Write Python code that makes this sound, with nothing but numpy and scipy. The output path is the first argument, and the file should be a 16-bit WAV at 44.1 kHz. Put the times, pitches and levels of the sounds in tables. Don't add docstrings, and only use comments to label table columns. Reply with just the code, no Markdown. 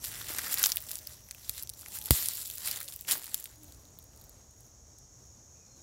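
import sys
import numpy as np
from scipy import signal
from scipy.fft import rfft, irfft, next_fast_len
from scipy.io import wavfile
from scipy.ndimage import uniform_filter1d

SR = 44100
rng = np.random.default_rng(int(sys.argv[2]) if len(sys.argv) > 2 else 0)


def makeup_ratio(level_db):
    decades = np.asarray(level_db, float) / 20
    return 10 ** decades


def wav_record(signal):
    frames = np.transpose(np.atleast_2d(signal))
    bounded = np.clip(frames, -1, 1)
    quanta = np.round(bounded * 32767).astype(np.int16)
    wavfile.write(sys.argv[1], SR, quanta)


N = 256662


def evened(x):
    return x / np.sqrt(np.mean(x ** 2) + 1e-20)


def read(points, hz):
    f, value = np.transpose(points)
    return np.interp(np.log(hz + 1), np.log(f + 1), value)


def curves(rows, t):
    s, *columns = np.transpose(rows)
    return [np.interp(t, s, column) for column in columns]


def add(mix, s, sound):
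    part = mix[round(s * SR):][:len(sound)]
    part += sound[:len(part)]


def colour(x, points):
    size = next_fast_len(len(x))
    gain = makeup_ratio(read(points, np.fft.rfftfreq(size, 1 / SR)))
    return irfft(rfft(x, size) * gain, size)[:len(x)]


def band_rms(x, lo_hz, hi_hz):
    hz = np.fft.rfftfreq(len(x), 1 / SR)
    band = rfft(x)[(hz > lo_hz) & (hz < hi_hz)]
    return np.sqrt(2 * np.sum(abs(band) ** 2)) / len(x)


def resonate(x, hz, width_hz):
    r = np.exp(-np.pi * width_hz / SR)
    return signal.lfilter([1 - r], [1, -2 * r * np.cos(2 * np.pi * hz / SR), r * r], x)


def decay(x, seconds):
    return signal.lfilter([1], [1, -np.exp(-1 / (seconds * SR))], x)


def wander(seconds):
    size = max(round(seconds * SR), 2)
    return evened(uniform_filter1d(uniform_filter1d(rng.standard_normal(N), size), size))


def below(x, hz):
    return signal.oaconvolve(x, signal.firwin(511, hz, window=("kaiser", 10), fs=SR), "same")


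def voices(notes, overtones, waver):
    out, drift = np.zeros(N), wander(.008)
    for rows in notes:
        t = np.arange(rows[0][0], rows[-1][0], 1 / SR)
        hz, db = curves(rows, t)
        wavering_hz = hz * (1 + waver * drift[(t * SR).astype(int)])
        angle = 2 * np.pi * np.cumsum(wavering_hz) / SR
        tone = sum(makeup_ratio(d) * np.sin(k * angle) for k, d in overtones)
        add(out, t[0], makeup_ratio(db) * tone * signal.windows.tukey(len(t), .15))
    return out


def air():
    # time in seconds, strength of the moving air in dB.
    gust_rows = [(0, 7), (.76, 2.5), (1.33, -1.5), (1.94, 4), (2.43, -1), (3.4, -1), (3.62, 2.5), (4.15, 3),
                 (4.8, -0.5), (5.82, 1)]
    # frequency in Hz, level per Hz in dB.
    rumble_spectrum = [(8.8, -36.5), (15, -19.5), (53, 5), (65, 7.5), (134, 2), (153, -12), (166, -21.5),
                       (200, -18), (260, -48), (440, -120)]
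    wash_spectrum = [(88, -31.5), (150, 0.5), (363, -5), (618, -6), (2870, -23), (4870, -16.5), (5480, -19),
                     (6680, -16.5), (9150, -20), (15000, -23.5), (16500, -40.5)]
    gust_db, = curves(gust_rows, np.arange(N) / SR)
    thrash = uniform_filter1d(makeup_ratio(stirring()[1] - 9), size=4000)
    rumble_db = -63 + .7 * gust_db
    wash_db = 20 * np.log10(np.hypot(makeup_ratio(-63 + .75 * gust_db), thrash))
    rumble = colour(rng.standard_normal(N) * makeup_ratio(1.4 * wander(0.035)), rumble_spectrum)
    wash = colour(rng.standard_normal(N) * makeup_ratio(0.98 * wander(0.0413)), wash_spectrum)
    return evened(rumble) * makeup_ratio(rumble_db + 2.5) + wash * makeup_ratio(wash_db - 3.5) / band_rms(wash, 100, 1460)


def chorus(singers):
    out = np.zeros(N)
    for hz, width_hz, per_s, db in singers:
        turns = np.cumsum(per_s * (1 + .0012 * wander(.3))) / SR
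        clicks = evened(np.diff(np.floor(turns), prepend=0)) + 1.1 * rng.standard_normal(N)
        ring = resonate(resonate(clicks, hz, width_hz), hz, 2.5 * width_hz)
        out += makeup_ratio(db + 1.3 * wander(.1)) * evened(ring)
    return evened(out)


def insects():
    # time in seconds, lower chorus in dB, upper chorus in dB.
    chorus_levels = [(0, -55, -88), (1.3, -62.5, -66.5), (2.8, -65.5, -86), (3.6, -69, -65.5),
                     (4.4, -68, -66), (4.75, -64, -62.5), (5.82, -62, -60.5)]
    # time in seconds, thin singers in dB.
    thin_levels = [(0, -72), (3.4, -69), (4.4, -66.5), (4.75, -74), (5.82, -78)]
    # ring in Hz, width in Hz, clicks per second, level in dB.
    lower = [(5350, 200, 71, -8), (5650, 220, 63, 0), (5880, 220, 83, -2), (6200, 300, 46, 0)]
    upper = [(6490, 55, 61.5, -2), (6640, 180, 72.5, 0), (6830, 180, 59, -1), (7120, 250, 92, -8),
             (7600, 300, 43, -8)]
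    thin_singers = [(5400, 70, 77, -10), (5865, 35, 58, 0), (6320, 45, 69, 0), (6785, 35, 71, 2),
                    (7640, 50, 64, -4), (5697, 25, 66, 0), (8600, 60, 74, -11)]
    t = np.arange(N) / SR
    lower_db, upper_db = curves(chorus_levels, t)
    thin_db, = curves(thin_levels, t)
    return makeup_ratio(lower_db) * chorus(lower) + makeup_ratio(upper_db) * chorus(upper) + makeup_ratio(thin_db) * chorus(thin_singers)


def birds():
    # time in seconds, pitch in Hz, level in dB.
    clear_notes = [
        [(5.64, 4200, -81), (5.73, 4215, -69), (5.8, 4220, -75)],
        [(5.75, 4040, -79), (5.79, 3880, -77), (5.818, 3800, -72)],
    ]
    hoarse_notes = [
        [(5.545, 2480, -78), (5.6, 2520, -74), (5.665, 2460, -78), (5.7, 2420, -83), (5.818, 2450, -83)],
    ]
    clear = voices(clear_notes, [(1, 0)], waver=.002)
    return clear + (.5 + wander(.003)) * voices(hoarse_notes, [(1, 0)], waver=.012)


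def cat():
    # time in seconds, pitch in Hz, level in dB.
    moans = [
        [(.72, 645, -69), (.9, 615, -71.5), (1.1, 622, -71.5), (1.35, 590, -84)],
        [(1.86, 828, -64), (1.92, 870, -69), (1.99, 850, -64), (2.09, 858, -66.5)],
        [(2.78, 563, -66), (2.86, 544, -66), (2.95, 596, -87)],
        [(3.56, 296, -66), (3.62, 307.5, -61.5), (3.75, 290, -80), (3.9, 291.4, -66)],
    ]
    # multiple of the pitch, level in dB.
    overtones = [(1, 8), (2, -6), (3, -8)]
    return makeup_ratio(3 * wander(.012) - 6) * voices(moans, overtones, waver=.03)


def thuds():
    # start in seconds, level in dB, pitch factor.
    blows = [
        (0.302, -38.5, 5),
        (1.495, -47, 0.97),
        (2.1082, -15.5, 1.026),
    ]
    # mode in Hz, level in dB, time to fall 60 dB in seconds.
    soil = [(60, -2.5, .064), (128, -8, .06), (200, -8, .03), (290, 1, .015), (520, -1, .009),
            (850, -5, .007), (1200, -8, .007), (1950, -8, .012)]
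    out, t = np.zeros(N), np.arange(SR // 3) / SR
    for s, db, factor in blows:
        modes = []
        for hz, mode_db, t60 in soil:
            bend = 2 if hz < 150 else 1
            fall = makeup_ratio(mode_db - 60 * (t * factor / t60) ** bend)
            modes.append(fall * np.sin(2 * np.pi * hz * factor * t))
        add(out, s, makeup_ratio(db) * (modes[0] - sum(modes[1:])))
    return out


def stirring():
    # peak in seconds, fizz in dB, scrape against
    # fizz in dB, rise and fall in seconds per 20 dB.
    stirs = [(.04, -43, -11, 0.043, 0.46), (.2, -50.5, -3, 0.19, 0.56), (0.308, -39.5, -7.5, 0.07, 0.053),
             (.39, -46.5, -1.5, 0.26, 0.19), (.444, -41.5, -5, 0.044, 0.18),
             (0.526, -34, -8.5, 0.037, 0.017), (.6, -37.5, -7, 0.16, 0.22), (.644, -34, -14, 0.049, 0.086),
             (.76, -55.5, -16.5, .2, 0.15), (.93, -47, -12.5, 0.13, 0.11), (1.142, -57, -6.5, 0.8, 0.11),
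             (1.59, -45.5, -11.5, 0.26, 0.082), (1.782, -52.5, -19.5, 0.034, 0.32),
             (1.961, -38.5, -15, 0.071, 0.05), (2.065, -45.5, -30, 0.094, 0.09),
             (2.109, -31, -15, 0.0016, 0.39), (2.42, -46.5, -25.5, 0.43, 1), (2.675, -37.5, -9, 0.09, 0.16),
             (2.801, -53.5, -1.5, 0.33, 0.057), (2.886, -51, -12, 0.038, 0.15),
             (3.116, -30, -11.5, 0.037, 0.069), (3.232, -57.5, -3, 0.087, 0.47),
             (3.356, -49.5, -22, 0.12, 0.2), (3.68, -60, -44, 0.24, 0.31),
             (.365, -54, -12, .01, 0.014),
        (2.086, -58, 8, 0.023, 0.012),
        (3.083, -36.5, -5.5, 0.013, 0.15),
        (3.64, -63.5, -21, .08, .08),
        (3.85, -68, -7, 0.075, 0.13),
        (4.04, -69, -23, .1, 0.23),
        (4.22, -67.5, -13, 0.24, 0.29),
        (4.4, -76, -2, 0.17, .2),
        (4.64, -67.5, -26, 0.29, 0.15),
        (5.27, -72, -21.5, .2, .2),
    ]
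    t = np.arange(0, N + 64, 64)[:, None] / SR
    s, db, scrape_db, rise_s, fall_s = np.transpose(stirs)
    rise = (s - t) / np.maximum(rise_s, .002)
    fall = (t - s) / np.maximum(fall_s, .002)
    each_db = db - 20 * np.maximum(rise, fall)
    creep_db = -62.5 - 16.5 * np.maximum(t[:, 0] - 3.04, 0)
    fizz = (makeup_ratio(each_db) ** 2).sum(1) + makeup_ratio(creep_db) ** 2
    scrape = (makeup_ratio(each_db + scrape_db) ** 2).sum(1) + makeup_ratio(creep_db - 12) ** 2
    return [np.interp(np.arange(N) / SR, t[:, 0], 10 * np.log10(p)) for p in (fizz, scrape)]


def crackle(per_s, spread_db, ring_s, bed_db, clump_db):
    sizes = makeup_ratio(spread_db * np.minimum(rng.exponential(1, N), 1.4))
    puffs = evened(decay((rng.random(N) < per_s / SR) * sizes, ring_s))
    starts = (rng.random(N) < 60 / SR) * rng.random(N)
    clumps = evened(decay(starts, 0.004))
    return (puffs + makeup_ratio(bed_db)) * makeup_ratio(clump_db * clumps) * rng.standard_normal(N)


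def patchy(x, patch_db):
    z = signal.stft(x, nperseg=256)[2]
    field = rng.standard_normal(z.shape)
    field = uniform_filter1d(uniform_filter1d(field, size=7, axis=0), size=7, axis=1)
    field = uniform_filter1d(uniform_filter1d(field, size=5, axis=0), size=4, axis=1)
    return signal.istft(z * makeup_ratio(patch_db * evened(field)), nperseg=256)[1][:N]


def rustle():
    # frequency in Hz, level per Hz in dB.
    fizz_spectrum = [(1500, -38), (2500, -6.5), (3900, -2), (5400, -1.5), (6300, -5), (7200, 6.5),
                     (8400, 2), (12000, 5.5), (15700, 2), (17000, 5.5)]
    scrape_spectrum = [(150, -20), (300, -8), (500, -7.5), (1240, -2), (2000, 1.5), (2450, -6),
                       (3400, -5.5), (4800, -4), (6200, -8.5), (9000, -30)]
    fizz_db, scrape_db = stirring()
    dense = np.clip((fizz_db + 48) / 18, 0, .8)
    still = np.clip((-57 - fizz_db) / 6, 0, 1)
    shared = evened(crackle(per_s=450, spread_db=4.5, ring_s=.0004, bed_db=.5, clump_db=1.8))
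    shared = np.sqrt(1 - dense) * shared + np.sqrt(dense) * rng.standard_normal(N)
    edges = np.sqrt(1 - dense) * evened(crackle(410, 2.9, 0.00034, -2.0, 1.38))
    lone = evened(crackle(per_s=240, spread_db=3.0, ring_s=.0004, bed_db=-26, clump_db=2.5))
    edges += still * makeup_ratio(0.5) * lone
    fizz = colour(patchy(shared * (1 - 0.51 * still) + 0.41 * edges, patch_db=2.0), fizz_spectrum)
    scrape = colour(patchy(shared + 0.33 * rng.standard_normal(N), patch_db=2.7), scrape_spectrum)
    fizz *= makeup_ratio(fizz_db) / band_rms(fizz, 8000, 15500)
    return fizz + scrape * makeup_ratio(scrape_db) / band_rms(scrape, 1300, 4800)


def breaks():
    # start in seconds, peak in dB, high ring in Hz,
    # low ring against the high in dB, low ring in Hz.
    cracks = [(.3849, -24, 9550, -10, 4480), (.39, -27.5, 14380, -3, 1980),
              (.5415, -18.5, 11700, -13, 5140), (.6395, -13, 6500, -5.5, 4000),
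              (.6489, -20.5, 8200, -6, 4050), (.6603, -14.5, 6760, -8, 4300),
              (.6686, -14.5, 14050, -25.5, 3620), (.7194, -18, 7440, 2.5, 5750),
              (.7594, -22.5, 14200, -33, 5300), (.9149, -25, 10800, -10, 4120),
              (1.0719, -27.5, 14900, -4.5, 4870), (1.3106, -29, 7600, -9.5, 2620),
              (1.4946, -19, 11900, -9.5, 4300), (1.4952, -31.5, 6500, -7, 2100),
              (1.6253, -29.5, 13700, -11, 5300), (1.6938, -28.5, 10600, -4.5, 5370),
              (1.8609, -37, 8800, 0.5, 2000), (1.831, -53, 8000, 6, 1900), (2.0583, -25, 11800, -10, 4500),
              (2.1077, -8, 12200, -5, 4320), (2.1087, -14, 9600, -5, 4090),
              (2.2861, -17.5, 9900, -33, 5000), (2.5006, -29.5, 10600, -4.5, 3370),
              (2.713, -21, 12600, -3.5, 4800), (2.8852, -32, 10500, -4, 4000),
              (3.3441, -17, 11500, -10, 3600), (3.3443, -21, 15300, -21, 1500),
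              (3.4566, -35, 9100, 0, 3400)]
    # start in seconds, peak in dB, high ring #
    # in Hz, low ring against the high in dB, low ring in Hz.
    more_breaks = [(0.2158, -35.5, 12600.0, 3, 3530), (0.338, -29, 12500.0, -18, 1550.0),
                   (0.3645, -27.5, 12300.0, -19, 1380.0), (0.212, -39, 6500, 3, 1500),
                   (0.3866, -25, 8500.0, -4, 2000), (0.3925, -32, 6500.0, 3, 1890.0),
                   (0.4816, -29, 12300.0, -15, 2760.0), (0.5321, -26, 7100.0, -11, 5340.0),
                   (0.5931, -25, 11500.0, -9, 5340.0), (0.6268, -26, 13400.0, -6, 5340.0),
                   (0.702, -32, 14000.0, -1, 5340.0), (0.7249, -34, 6500.0, -2, 5080.0),
                   (0.805, -36, 14000.0, -19, 5080.0), (0.8395, -41, 12100.0, -15, 3960.0),
                   (0.8903, -39.5, 8600.0, 1, 3230), (0.9016, -38, 12100.0, -12, 3270.0),
                   (0.919, -35, 14000.0, -4, 5340.0), (0.72, -32.5, 6500, -2, 2400),
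                   (0.971, -38, 10100.0, -21, 3790.0), (0.9828, -34, 14900.0, -17, 4650.0),
                   (1.0694, -42, 13100.0, -10, 5340.0), (1.0945, -42, 12100.0, -6, 3700.0),
                   (1.1344, -43, 9400.0, 0, 5250.0), (1.3163, -42, 14900.0, -6, 4310.0),
                   (1.4599, -52, 12100.0, -14, 5080.0), (1.4896, -40, 14500.0, -6, 4130.0),
                   (1.7347, -48, 6500.0, -12, 4480.0), (1.748, -47, 11900.0, -16, 5340.0),
                   (1.8202, -42, 14900.0, -4, 4740.0), (1.988, -29.5, 11500.0, -18, 5340.0),
                   (2.013, -38, 12700.0, -21, 3960.0), (2.022, -42, 9900.0, 5, 5340.0),
                   (2.0253, -37, 13000.0, -16.5, 5000.0), (2.0357, -42, 14500.0, -14, 4390.0),
                   (2.0406, -35, 11500.0, -13, 5080.0), (2.0645, -38, 11000.0, -16, 5340.0),
                   (2.087, -41, 15000.0, 6, 4150), (2.2316, -29, 12400.0, -17, 4220.0),
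                   (2.271, -35, 12100.0, -17, 4390.0), (2.372, -29, 12700.0, -10, 4700),
                   (2.4152, -32, 11000.0, -3.5, 4130.0), (2.42, -32.5, 10600.0, -7, 5080.0),
                        (2.4693, -34, 12500.0, -13, 3700.0), (2.4741, -36, 12600, -11, 4310.0),
                        (2.4794, -33, 14600, -12, 4570.0), (2.5535, -34, 14800, -19, 5340.0),
                        (2.5563, -31, 15000.0, -18, 5440), (2.5823, -31, 10200, -17, 1720.0),
                        (2.6323, -38, 12700.0, -1, 4570.0), (2.76, -33.5, 7000.0, -2, 3790.0),
                        (2.7885, -42, 9600.0, 1, 3880.0), (2.8445, -42, 9300.0, -15, 4740.0),
                        (2.8579, -43, 13700.0, -14, 5080.0), (2.8799, -38, 7050, 6, 3900),
                        (2.892, -39, 14500.0, -11, 5340.0), (2.9232, -39.5, 9600.0, -1, 4040),
                        (3.1116, -26, 7400, -11, 4300), (2.992, -44, 7100.0, -2, 4100),
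                        (3.1192, -23, 7600, -7, 5070), (3.042, -54, 6900.0, -10, 5080.0),
                        (3.0474, -48, 12100.0, -11, 2500.0), (3.1268, -21, 10300.0, -16, 4740.0),
                        (3.1793, -31, 14000.0, -13, 5170.0), (3.218, -43, 7300.0, -9, 3790.0),
                        (3.2261, -38, 12900.0, -11, 4390.0), (3.235, -39, 9900.0, -16, 4570.0),
                        (3.258, -35.5, 10900.0, -14, 3360.0), (3.2789, -39.5, 9900.0, -4.5, 1720.0),
                        (3.2841, -44, 6900.0, -9, 5340.0), (3.2945, -43, 9900.0, -13, 4910.0),
                        (3.3144, -47, 10400.0, -7, 5340.0), (3.3362, -39, 11700.0, -9, 3450.0),
                        (4.176, -58, 9000, 7, 5040), (3.4255, -45, 10400.0, -13, 4650.0),
                        (3.4485, -46, 7800.0, -9, 5170.0), (3.4606, -40, 13900.0, -12, 5340.0),
                        (3.5584, -53, 8900, -12, 5340.0), (3.7462, -49, 9050, -12, 5340.0),
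                        (3.9886, -53, 9000, 8, 4000), (4.2177, -48, 13400.0, -12, 4050.0),
                   (0.77, -18.5, 14500, -5.5, 3280), (.6382, -21, 8000, -1, 1730),
                      (.6438, -29, 11000, 1, 4630), (0.6572, -26, 12000, -14, 4860),
                      (.6584, -19, 13000, -5, 3800), (.6622, -25, 7600, -4.5, 1200), (0.69, -32, 8500, -2, 4400),
                      (2.6755, -24.5, 12000, -7, 2510), (2.683, -29, 11880, -4, 4000),
                      (3.065, -50, 9500, -15, 4500), (3.154, -39.5, 9400, 9, 1350), (4.134, -59, 9000, 1, 3400),
                      (3.9968, -52, 13000, -10, 3800), (4.2463, -51, 13000, -10, 5000),
                      (4.199, -54, 13500, -15, 4500), (4.268, -54, 13500, -15, 4500),
                      (4.666, -56, 13000, -12, 4500), (.5418, -30.5, 7000, -0.5, 1940)]
    # start in seconds, peak in dB, low ring against the high in dB,
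    # low ring in Hz.
    edge_snaps = [(0.0578, -28, -5, 5530), (0.156, -37, -0.5, 3480), (0.376, -33, -15, 1560),
                  (.5122, -33, -16, 1770), (0.5285, -19, -18, 5340), (.5742, -28.5, 2.5, 4140),
                  (0.585, -23, -3.5, 5340), (.5966, -22.5, -15, 4430), (0.63, -14, -24, 4000),
                  (0.824, -34, -23, 5400), (.894, -34, -16, 3270), (.9554, -25.5, -14.5, 3960),
                  (1.288, -43, -7, 2110), (1.3475, -41, -2.5, 2700), (1.596, -35, -3, 5300),
                  (1.7372, -40, -2.5, 4400), (1.811, -38, -22, 4220), (2.015, -35, -2, 3400),
                  (2.259, -22, -19, 5200), (2.5116, -30.5, -6, 4800), (2.674, -28, -22, 1770),
                  (2.8038, -29, -6.5, 3960), (2.962, -30, -20, 4670), (3.0101, -31, -17, 4000),
                  (3.0497, -48.5, 10, 2720), (3.1115, -19, -10, 4260), (3.1212, -18, -16, 5100),
                  (3.243, -30, -18, 5200), (3.4084, -36, -14, 3960), (3.4419, -30, -38, 2840)]
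    # start in seconds, peak in dB, # high ring
    # in Hz, low ring against the high in dB.
    ticks = [(.817, -35, 14900, -20), (.94, -36, 13260, -25), (.989, -36, 7200, -22),
             (1.4461, -46.5, 7300, 4), (1.6334, -28.5, 11200, -16), (1.6735, -38.5, 7300, -5),
             (1.6984, -29.5, 9600, -11), (2.7278, -37, 10420, -9), (2.8297, -32, 13010, -16),
             (2.938, -36.5, 9500, -20), (3.0214, -44, 10340, -22), (3.267, -37, 9650, -2),
             (3.3997, -35, 11400, -24), (3.4256, -51, 7240, -10), (3.5124, -50, 9910, -6),
             (3.6339, -42, 15160, -18), (3.6435, -45, 12060, -16), (3.7231, -44.5, 7840, -5),
             (3.8531, -53, 14130, 1), (3.9884, -36.5, 14900, -24), (4.0268, -51, 9300, -22),
             (4.042, -44.5, 15100, -23), (4.1619, -50, 14200, -14), (4.1746, -48, 10000, -20),
             (4.2133, -44.5, 13700, -6), (4.24, -46, 13520, -17), (4.2946, -42, 13440, -12),
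             (4.5103, -53, 9300, -12), (4.6066, -49, 10400, -26), (4.9862, -47, 8180, -13)]
    high = rng.uniform(10300, 16400, len(edge_snaps))
    low = rng.uniform(3800, 5200, len(ticks))
    edges = [(s, db, hz, *dull) for (s, db, *dull), hz in zip(edge_snaps, high)]
    chance_low = [(*tick, hz) for tick, hz in zip(ticks, low)]
    return cracks + edges + chance_low + more_breaks


def snaps():
    full_top_s = [.5415, .7594, .894, .9149, 1.0719, 1.3106, 1.4946, 1.6253, 1.6938, 2.108, 2.713, 2.938,
                  2.962, 3.0101, 3.0214, 3.3442, 3.4419, 3.9882, 4.2946]
    out, t = np.zeros((2, N)), np.arange(1024) / SR
    rows = breaks()
    noise = rng.standard_normal((len(rows), 2, len(t)))
    noise[:, :, 5] = 4.5
    shape = (1 - np.exp(-t / .0001)) * (np.exp(-t / .0003) + makeup_ratio(-16) * np.exp(-t / .0027))
    thin = signal.butter(3, 3200, "high", fs=SR)
    for (s, db, hz, dull_db, dull_hz), (a, b) in zip(rows, noise * shape):
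        high = signal.butter(3, .6 * hz, "high", fs=SR)
        bright = evened(signal.lfilter(*high, a))
        bright += 0.78 * evened(signal.lfilter(*thin, resonate(a, hz, 1400)))
        small = signal.butter(3, .62 * dull_hz, "high", fs=SR)
        ring = resonate(resonate(b, dull_hz, 850), dull_hz, 2400)
        dull = evened(signal.lfilter(*small, ring))
        sound = evened(bright) + makeup_ratio(dull_db - 3.0) * dull
        peak = np.sqrt(uniform_filter1d(sound ** 2, size=31).max())
        full_top = int(np.min(abs(s - np.array(full_top_s))) < .002)
        add(out[full_top], s, makeup_ratio(db + 3.5) * sound / peak)
    return out


def scene():
    steady = air() + insects() + birds() + cat() + rustle()
    soft, hard = snaps()
    return (below(steady + soft, 15850) + below(hard + thuds(), 16650))[None]


def top_cut(x):
    return signal.sosfilt(signal.butter(12, 17140, fs=SR, output="sos"), x)


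def record(dry):
    held = dry / (1 + abs(dry) ** 6) ** (1 / 6)
    return top_cut(held)


dry = scene()
out = record(dry)
wav_record(out)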